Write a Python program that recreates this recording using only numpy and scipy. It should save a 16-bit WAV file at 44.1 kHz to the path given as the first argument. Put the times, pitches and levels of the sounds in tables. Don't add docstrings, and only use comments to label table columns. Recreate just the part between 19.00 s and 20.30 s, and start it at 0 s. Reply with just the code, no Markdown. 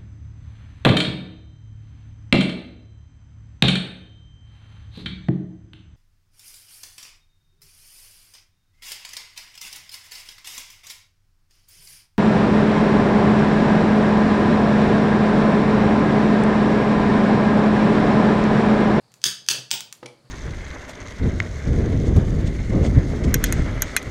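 import sys
import numpy as np
from scipy import signal
from scipy.fft import rfft, irfft
from scipy.io import wavfile
from scipy.ndimage import uniform_filter1d, minimum_filter1d

SR = 44100
rng = np.random.default_rng(int(sys.argv[2]) if len(sys.argv) > 2 else 0)


def transcribe(signal):
    frames = np.atleast_2d(signal).T
    limited = np.clip(frames, -1, 1)
    pcm = np.round(limited * 32767).astype(np.int16)
    wavfile.write(sys.argv[1], SR, pcm)


N = 57330

# (frequency [Hz], level [dB])
BACKGROUND_SPECTRUM = [(25, -19), (55, -3), (90, 0.5), (128, 13.5), (190, 3.5), (400, 0), (750, -1.5),
                       (1500, -8), (3400, -15.5), (4500, -3), (5600, -16), (9000, -16.5), (15000, -31.5)]
# (time [s], handle [dB], snap [dB], room [dB])
TOUCHES = [(0.1190, -60, -41, -10), (0.1406, -54, -32.5, -5), (0.2169, -41.5, -41.5, 3.5),
           (0.2290, -48, -54, -29), (0.4640, -40, -39, 2.5), (0.477, -43, -60, -28),
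           (0.707, -30.5, -21.5, 0), (0.8069, -38, -15.5, -12), (0.9266, -38.5, -18.5, -9.5)]
# (frequency [Hz], level [dB])
TOUCH_SPECTRUM = [(100, -55), (750, -30), (1200, -9.5), (2600, -7), (4700, -7.5), (7000, 0), (9000, -9.5),
                  (14000, -13.5), (18000, -28)]
# (frequency [Hz], level [dB], t60 [s])
HANDLE_MODES = [(1600, -35.5, 0.015), (1772, -11, 0.0074), (2720, -13, .018), (3109, -23, 0.039),
                (3468, -3.5, 0.0072), (3850, -8.5, 0.011), (4636, 4, 0.0047), (4924, -8.5, 0.022),
                (5195, -8.5, 0.014), (5793, -7.5, 0.025), (6277, -2, 0.015), (7700, -12, .02),
                (8200, -28, 0.0097), (8200, -16, 0.014), (9190, -12.5, 0.022), (10500, -25, 0.019),
                (11730, -20.5, .016), (13380, -33, .045), (14600, -39.5, 0.02), (2300, -22.5, .012),
                (6100, -16, 0.0099), (13600, -26, .014)]
# (frequency [Hz], level [dB], t60 [s])
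GRIP_MODES = [(480, -41, .018), (780, -35, .012)]
# (frequency [Hz], level [dB])
TAIL_SPECTRUM = [(100, 8.5), (600, 12), (1600, 1), (3000, 3), (6000, -1.5), (10000, 5.5), (15000, 7.5)]
# (frequency [Hz], t60 [s])
TAIL_DECAY = [(100, 0.29), (300, 0.4), (800, 0.32), (1800, 0.35), (4800, 0.36), (8000, 0.29), (14000, 0.23)]
# (delay [s], level [dB])
NEAR_ECHOES = [(.0042, -16), (.0058, -34), (.0160, -12), (0.02, -18.5), (.0255, -12.5)]
# (time [s], handle [dB], spoon [dB], snap [dB], push [dB], rebound delay [s])
SPOON_BLOWS = [(0.2403, -4.5, -38, -10, -34, 0.0006), (0.4870, -5, -41, -5, -39, 0.00069),
               (0.7137, -24.5, -30.5, -2, -40.5, 0.00084)]
# (frequency [Hz], level [dB])
BLOW_SPECTRUM = [(100, -32), (600, -16.5), (900, -2.5), (1250, -8.5), (2000, -1.5), (3800, 7), (6500, 4),
                 (8500, -3.5), (11000, -23.5), (13000, -16), (15500, -33.5), (18000, -62)]
# (frequency [Hz], level [dB], t60 [s])
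SPOON_MODE_HZ = [2560, 3235, 3450, 3715, 4225, 4640, 5330, 6380, 6730, 7437, 8360, 13630, 15630]
SPOON_MODE_DB = [-16, -9, -8.5, -2.5, -10, -8.5, -2, -20.5, -17, 4, 4, -7, 6.5]
SPOON_MODE_T60_S = [0.064, .14, .05, .045, .025, .045, .09, .05, .035, .045, .035, 0.021, .045]
# (frequency [Hz], level [dB], t60 [s])
TRAY_MODES = [(52.4, -11, .25), (130, 1.5, 0.16), (192, -8, 0.41), (315.4, 0, 0.084), (383, -2, 0.18)]
# (time [s], boom [dB], rumble [dB], rise [s])
TABLE_BOOMS = [(0.535, -50, -37.5, 0.0076), (0.574, -40.5, -44.5, 0.0061), (1.031, -42, -47, .008),
               (1.243, -49, -56, 0.0098)]
# (frequency [Hz], level [dB])
THUD_SPECTRUM = [(40, -35), (130, -4), (350, -2), (560, 1), (750, -7.5), (1400, -9.5), (2400, -14),
                 (3300, -16), (5000, -21), (12000, -43)]
# (frequency [Hz], level [dB], t60 [s])
KNOCK_MODES = [(269, -7.5, 0.044), (347, -4, 0.066), (380, -4.5, 0.036), (490.6, -3, .07), (555, -7, 0.07),
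               (561, -21, 0.94), (819, -4, 0.04), (1238, -6, 0.036)]
# (time [s], level [dB], length [s])
SCRAPES = [(1.0583, -31, 0.0043), (1.088, -58.5, 0.0095)]
# (frequency [Hz], level [dB])
SCRAPE_SPECTRUM = [(100, -19), (400, -1), (900, 7), (1650, -3.5), (2300, 8), (2700, 1), (3200, 7.5),
                   (3700, 0), (4150, 4.5), (4600, -2), (5200, 4.5), (7500, -6.5), (10500, -8.5),
                   (15000, -52)]


def amp(db):
    return 10 ** (np.asarray(db) / 20)


def read(points, hz):
    table_hz, value = np.transpose(points)
    return np.interp(np.log(hz + 1), np.log(table_hz), value)


def add(mix, time_s, sound):
    part = mix[max(round(time_s * SR), 0):][:len(sound)]
    part += sound[:len(part)]


def clock():
    return np.arange(N) / SR


def ring(modes, delay_s=0):
    t = np.maximum(clock() - delay_s, 0)
    return sum(amp(db - 60 * t / t60_s) * np.sin(2 * np.pi * hz * t) for hz, db, t60_s in modes)


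def colour(x, spectrum, size=2048):
    log_gain = np.log(amp(read(spectrum, abs(np.fft.fftfreq(size, 1 / SR)))))
    response = np.exp(np.conj(signal.hilbert(log_gain)))
    taps = np.fft.ifft(response).real[:size // 2]
    return signal.fftconvolve(x, taps / np.linalg.norm(taps))[:N]


def room_tone(rms_db=-60.5):
    gain = amp(read(BACKGROUND_SPECTRUM, np.fft.rfftfreq(N, 1 / SR)))
    noise = irfft(rfft(rng.standard_normal(N)) * gain, N)
    return amp(rms_db) * noise / noise.std()


def metal_ticks():
    out = np.zeros(N)
    for time_s, handle_db, snap_db, room_db in TOUCHES:
        add(out, time_s, in_room(clink(handle_db, snap_db, TOUCH_SPECTRUM), room_db))
    return out


def clink(handle_db, snap_db, snap_spectrum, rebound_s=0):
    chatter_db, chatter_s = -21, 0.0079
    rebound_db, rise_s, low_cut_hz = -11.5, 0.00008, 1458
    t = clock()
    contact = amp(chatter_db) * rng.standard_normal(N) * np.exp(-t / chatter_s)
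    contact[0] += 2
    handle = ring(HANDLE_MODES) + amp(rebound_db) * ring(HANDLE_MODES, rebound_s)
    handle *= 1 - np.exp(-t / rise_s)
    handle = signal.sosfilt(signal.butter(4, low_cut_hz, "high", fs=SR, output="sos"), handle)
    return amp(handle_db) * (handle + ring(GRIP_MODES)) + amp(snap_db) * colour(contact, snap_spectrum)


def in_room(x, wet_db, build_s=0.013):
    hz, t, bands = signal.stft(rng.choice([-1., 1.], N), SR, nperseg=256)
    bands *= amp(read(TAIL_SPECTRUM, hz)[:, None] - 60 * t / read(TAIL_DECAY, hz)[:, None])
    tail = signal.istft(bands, SR)[1][:N] * (1 - np.exp(-(clock() / build_s) ** 2))
    tail /= np.linalg.norm(tail)
    for delay_s, db in NEAR_ECHOES:
        add(tail, delay_s, amp([db]))
    return x + amp(wet_db) * signal.fftconvolve(x, tail)[:N]


def spoon_blows(push_delay_s=0.0097, push_rise_s=0.0098):
    out = np.zeros(N)
    push = ring(TRAY_MODES) * (1 - np.exp(-(clock() / push_rise_s) ** 2))
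    spoon = ring(zip(SPOON_MODE_HZ, SPOON_MODE_DB, SPOON_MODE_T60_S))
    for time_s, handle_db, spoon_db, snap_db, push_db, rebound_s in SPOON_BLOWS:
        strike = clink(handle_db, snap_db, BLOW_SPECTRUM, rebound_s) + amp(spoon_db) * spoon
        add(out, time_s, in_room(strike, wet_db=0.5))
        add(out, time_s + push_delay_s, amp(push_db) * push)
    return out


def table_booms(boom_hz=126.9, boom_t60_s=0.37, rumble_s=0.036):
    out, t = np.zeros(N), clock()
    for time_s, boom_db, rumble_db, rise_s in TABLE_BOOMS:
        boom = ring([(boom_hz, boom_db, boom_t60_s)])
        rumble = amp(rumble_db) * colour(rng.standard_normal(N), THUD_SPECTRUM) * np.exp(-t / rumble_s)
        add(out, time_s, (boom + rumble) * (1 - np.exp(-t / rise_s)))
    return out


def blade_knock(time_s=1.028, gain_db=-31.5, rise_s=0.0015, thud_db=-1.5, thud_s=0.0059):
    out, t = np.zeros(N), clock()
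    thud = amp(thud_db) * colour(rng.standard_normal(N) * np.exp(-t / thud_s), THUD_SPECTRUM)
    knock = amp(gain_db) * (thud + ring(KNOCK_MODES)) * (1 - np.exp(-t / rise_s))
    add(out, time_s, in_room(knock, wet_db=-8))
    return out


def short_scrapes():
    out, t = np.zeros(N), clock()
    for time_s, db, length_s in SCRAPES:
        grains = rng.laplace(size=N) * (t / length_s) * np.exp(1 - 2 * t / length_s)
        add(out, time_s, in_room(amp(db) * colour(grains, SCRAPE_SPECTRUM), wet_db=-6))
    return out


def scene():
    mix = metal_ticks() + spoon_blows() + table_booms() + blade_knock() + short_scrapes()
    return (mix + room_tone())[None]


def record(dry, ceiling=0.97, window_samples=31, cutoff_hz=16000):
    gain = minimum_filter1d(ceiling / np.maximum(abs(dry), ceiling), size=window_samples)
    limited = dry * uniform_filter1d(gain, size=window_samples)
    low_pass = signal.firwin(201, cutoff_hz, window=("kaiser", 8), fs=SR)
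    return signal.oaconvolve(limited, low_pass[None], "same")


dry = scene()
out = record(dry)
transcribe(out)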